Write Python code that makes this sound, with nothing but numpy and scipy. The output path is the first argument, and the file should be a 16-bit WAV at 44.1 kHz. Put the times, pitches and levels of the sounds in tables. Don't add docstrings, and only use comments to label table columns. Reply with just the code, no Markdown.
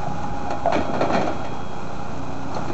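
import sys
import numpy as np
from scipy import signal
from scipy.fft import rfft, irfft
from scipy.io import wavfile

SR = 44100
rng = np.random.default_rng(int(sys.argv[2]) if len(sys.argv) > 2 else 0)


def to_wav(s):
    ch = np.atleast_2d(s).T
    pcm = np.round(np.clip(ch, -1, 1) * 32767)
    wavfile.write(sys.argv[1], SR, pcm.astype(np.int16))


N = 120393

# time_s, speed_hz
CRANK_SPEED = [(0, 30.55), (.25, 30.4), (.6, 30.25), (1.3, 30.25), (1.52, 30.0), (1.75, 30.15), (2.1, 30.0),
               (2.3, 30.1), (2.73, 30.7)]
# crank_order, level_db
ENGINE_ORDERS = [(3, -46.5), (4, -48.5), (5, -42.5), (6, -46.5), (7, -45), (12, -49.5), (18, -48.5),
                 (24, -61)]
# time_s, gain_db
ENGINE_LOAD = [(1.1, -0.5), (2.0, 1), (2.73, 1)]
# freq_hz, density_db
ROAR_SPECTRUM = [(22, -21), (56, -2.5), (110, 0), (170, -1.5), (270, -0.5), (410, -5.5), (495, -14.5),
                 (580, -9), (830, -4), (980, -11), (1400, -13), (1750, -36), (4800, -46), (6200, -41.5),
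                 (7800, -49)]
# time_s, bass_db, middle_db, treble_db
ROAR_LEVELS = [(0, -36.5, -35.5, -44), (.42, -35.5, -35, -44.5), (1.45, -39, -35.5, -45.5),
               (1.7, -39, -37, -45.5), (2.48, -37, -36, -44.5), (2.58, -32, -30.5, -42),
               (2.73, -35.5, -39.5, -43.5)]
# freq_hz, width_hz, level_db
HOUSING_MODES = [(900, 150, -47), (1466, 21, -58.5), (2473, 120, -53.5), (4020, 380, -57)]
# pitch_hz, level_db
TRUCK_TONES = [(35, -51), (69.8, -47)]
# time_s, piston_db, third_harmonic_db
PUMP_LEVELS = [(0, -54.5, -34.5), (.25, -41, -36.5), (.62, -40, -33.5), (.85, -37, -40),
               (1.8, -55.5, -49.5), (2.02, -57, -37), (2.2, -36.5, -69), (2.49, -36, -65), (2.58, -49, -41)]
# time_s, level_db
VALVE_LEVELS = [(0, -65), (1.25, -53), (1.74, -54), (1.82, -63)]
# time_s, level_db
SWING_LEVELS = [(1.3, -58), (1.7, -46), (2.1, -46.5), (2.5, -58.5)]
# start_s, level_db, pitch_hz, length_s
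PIN_CREAKS = [(0.032, -23, 820, 0.0045), (.066, -22, 693, 0.0075), (.234, -25.5, 844, 0.015),
              (0.461, -27, 726, 0.029), (0.6567, -10.5, 740, 0.0035), (0.662, -13.5, 677.7, 0.025),
              (0.693, -17, 667, 0.013)]
# start_s, level_db, pitch_hz
CLOD_FALLS = [(0.074, -22, 161), (.255, -27, 195), (0.309, -29.5, 49.8), (.765, -26, 86.2),
              (1.485, -30.5, 350)]
# start_s, level_db, t60_s
DEBRIS_SNAPS = [(0.233, -38, 0.052), (0.506, -32.5, 0.066), (1.214, -43, .14), (1.2686, -40, 0.074),
                (2.177, -35, 0.016), (2.548, -41, 0.12)]
# freq_hz, density_db
SNAP_SPECTRUM = [(300, 2.5), (1400, -13), (2600, 6), (3400, -4), (4300, 2.5), (5000, -15), (6200, 4.5),
                 (8000, -11.5)]
# start_s, thud_db, clang_db, crack_db, t60_s
BUCKET_BLOWS = [(.504, -29, -21, -35, .1), (.7215, -27.5, -18.5, -27.5, 0.29),
                (.7487, -19, -23.5, -30.5, 0.34), (.772, -20.5, -25, -40.5, 0.18),
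                (.802, -30, -27.5, -38, 0.54), (.886, -23.5, -26, -56, 0.22),
                (.935, -27, -25.5, -38.5, 0.62), (1.0075, -18.5, -18, -29.5, 0.28),
                (1.046, -27.5, -25, -49, 0.59), (1.098, -25, -22.5, -36.5, 0.9),
                (1.127, -18.5, -22, -31, 0.35), (1.1455, -18.5, -19, -25, 0.11),
                (1.172, -27.5, -26.5, -34.5, 0.37), (1.212, -26.5, -35, -37.5, 0.94),
                (1.272, -29, -23.5, -41.5, 0.18), (1.4446, -35, -32, -36, 0.16),
                (2.562, -38, -25.5, -45, 0.11), (2.68, -26, -32.5, -43, 0.62)]
# freq_hz, density_db
BUCKET_SPECTRUM = [(40, -26), (130, -7), (240, 0.5), (360, 1.5), (470, -6), (570, 0.5), (720, 1.5),
                   (1020, -9.5), (1400, -9), (1660, -20.5), (2030, -25.5), (2350, -17.5), (2990, -30),
                   (4230, -27), (4750, -38), (6100, -33.5), (7800, -44)]
# freq_hz, gain_db, t60_s
BUCKET_MODES = [(243, -20, .6), (338, -17.5, 0.5), (529, -17, .42), (612, -11.5, 0.6), (683, -9, 0.5),
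                (812, -18, 0.5), (1335, -16.5, 0.5), (1437, -17, .25), (1814, -16, 0.25), (1921, -15, 0.2),
                (2261, -19.5, 0.3), (2480, -19, .35), (3256, -23.5, 0.5), (4250, -18.5, 0.19)]
# freq_hz, level_db
CLINK_MODES = [(4247, -41), (6008, -47)]


def amp(db):
    return 10 ** (np.asarray(db) / 20)


def unit(x):
    return x / np.sqrt(np.mean(x ** 2) + 1e-20)


def rise(t, tau_s):
    return 1 - np.exp(-t / tau_s)


def decay(t, t60_s):
    return amp(-60 * t / t60_s)


def curve(table, column=1):
    rows = np.array(table)
    return np.interp(np.arange(N) / SR, rows[:, 0], rows[:, column])


def add(mix, start_s, sound):
    part = mix[max(round(start_s * SR), 0):][:len(sound)]
    part += sound[:len(part)]


def noise(gain):
    size = 2 ** 17
    white = rfft(rng.standard_normal(size))
    return unit(irfft(white * gain(np.fft.rfftfreq(size, 1 / SR)))[:N])


def drift(rate_hz):
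    return noise(lambda f: np.exp(-(f / rate_hz) ** 2))


def colour(spectrum, f):
    hz, db = np.transpose(spectrum)
    return amp(np.interp(np.log(f + 1), np.log(hz + 1), db))


def three_bands(spectrum, low_hz, high_hz):
    def below(f, hz):
        return 1 / (1 + (f / hz) ** 12)
    shares = [lambda f: below(f, low_hz),
              lambda f: (1 - below(f, low_hz)) * below(f, high_hz),
              lambda f: 1 - below(f, high_hz)]
    return [noise(lambda f: colour(spectrum, f) * np.sqrt(share(f))) for share in shares]


def resonance(hz, width_hz):
    return noise(lambda f: 1 / (1 + ((f - hz) / width_hz) ** 2))


def tone(cycles, waver_db=0.5):
    return unit(amp(waver_db * drift(rate_hz=8)) * np.sin(2 * np.pi * (cycles + rng.random())))


def engine(turns, firings_per_turn=3):
    tones = amp(curve(ENGINE_LOAD)) * sum(amp(db) * tone(order * turns) for order, db in ENGINE_ORDERS)
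    throb = unit(1 + 0.1 * np.cos(2 * np.pi * firings_per_turn * turns))
    flicker = amp(0.61 * drift(rate_hz=25.1))
    bands = three_bands(ROAR_SPECTRUM, low_hz=470, high_hz=1750)
    bass, middle, treble = [band * amp(curve(ROAR_LEVELS, i)) for i, band in enumerate(bands, 1)]
    housing = sum(amp(db) * resonance(hz, width_hz) for hz, width_hz, db in HOUSING_MODES)
    return tones + bass + throb * flicker * (middle + treble + housing)


def truck():
    return sum(amp(db) * tone(hz * np.arange(N) / SR) for hz, db in TRUCK_TONES)


def hydraulics(turns, pistons=9, swing_order=15, valve_hz=3292, wander_hz=22):
    pump = amp(curve(PUMP_LEVELS, 1)) * tone(pistons * turns)
    pump += amp(curve(PUMP_LEVELS, 2)) * tone(3 * pistons * turns)
    swing = amp(curve(SWING_LEVELS)) * tone(swing_order * turns)
    whistle_hz = valve_hz + wander_hz * drift(rate_hz=66)
    whistle = amp(curve(VALVE_LEVELS)) * tone(np.cumsum(whistle_hz) / SR)
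    return pump + swing + whistle


def creaks(overtone_ratio=2.15, rough_db=1.6):
    t, out = np.arange(SR // 4) / SR, np.zeros(N)
    for start_s, db, hz, length_s in PIN_CREAKS:
        phase = 2 * np.pi * hz * t
        ring = np.sin(phase) + amp(-21) * np.sin(overtone_ratio * phase)
        rough = amp(rough_db * drift(rate_hz=200)[:len(t)])
        grit = amp(-14) * resonance(hz, width_hz=240)[:len(t)]
        release = decay(np.maximum(t - length_s, 0), t60_s=0.01)
        add(out, start_s, amp(db) * (rough * ring + grit) * rise(t, 0.27 * length_s) * release)
    return out


def clods():
    t, out = np.arange(SR // 2) / SR, np.zeros(N)
    envelope = rise(t, tau_s=0.0081) * decay(t, t60_s=0.29)
    for start_s, db, hz in CLOD_FALLS:
        boom = envelope * resonance(hz, width_hz=0.25 * hz)[:len(t)]
        add(out, start_s, amp(db) * boom * np.linalg.norm(envelope) / np.linalg.norm(boom))
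    return out


def debris():
    t, envelope = np.arange(SR // 4) / SR, np.zeros(N)
    for start_s, db, t60_s in DEBRIS_SNAPS:
        add(envelope, start_s, amp(db) * decay(t, t60_s))
    hiss = noise(lambda f: colour(SNAP_SPECTRUM, f))
    grain = unit(np.exp(0.41 * drift(rate_hz=480)))
    return envelope * hiss * grain


def bucket(crack_edge_hz=1480, bright_ring_db=7.5):
    t = np.arange(SR) / SR
    ring, thud_power, clang_power, crack_power = np.zeros((4, N))
    slow, fast = rise(t, tau_s=0.011), rise(t, tau_s=0.0012)
    for start_s, thud_db, clang_db, crack_db, t60_s in BUCKET_BLOWS:
        fade = decay(t, t60_s)
        add(thud_power, start_s, (amp(thud_db) * slow * fade) ** 2)
        add(clang_power, start_s, (amp(clang_db) * fast * fade) ** 2)
        add(crack_power, start_s, (amp(crack_db) * fast * fade) ** 2)
        detunes = 1 + 0.009 * rng.standard_normal(len(BUCKET_MODES))
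        for (hz, gain_db, mode_t60_s), detune in zip(BUCKET_MODES, detunes):
            drive_db = clang_db if hz < crack_edge_hz else crack_db + bright_ring_db
            mode = np.sin(2 * np.pi * (hz * detune * t + rng.random()))
            add(ring, start_s, amp(drive_db + gain_db) * fast * decay(t, mode_t60_s) * mode)
    bands = three_bands(BUCKET_SPECTRUM, low_hz=407, high_hz=crack_edge_hz)
    thud, clang, crack = np.sqrt([thud_power, clang_power, crack_power]) * bands
    chatter = unit(np.exp(0.17 * drift(rate_hz=250)))
    return ring + thud + chatter * (clang + crack)


def clink(start_s=2.546):
    t, out = np.arange(SR // 4) / SR, np.zeros(N)
    ring = sum(amp(db) * resonance(hz, width_hz=170)[:len(t)] for hz, db in CLINK_MODES)
    add(out, start_s, ring * decay(t, t60_s=0.1))
    return out


def scene():
    crank_hz = curve(CRANK_SPEED) * (1 + 0.0008 * drift(rate_hz=19))
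    turns = np.cumsum(crank_hz) / SR
    machines = engine(turns) + truck() + hydraulics(turns)
    return (machines + creaks() + clods() + debris() + bucket() + clink())[None]


def record(dry, ceiling=0.45, cutoff_hz=7950, dc_offset=0.0759):
    rounded = dry / (1 + (dry / ceiling) ** 4) ** 0.25
    lowpass = signal.firwin(401, cutoff_hz, window=("kaiser", 9), fs=SR)
    return dc_offset + signal.oaconvolve(rounded, lowpass[None], "same")


dry = scene()
out = record(dry)
to_wav(out)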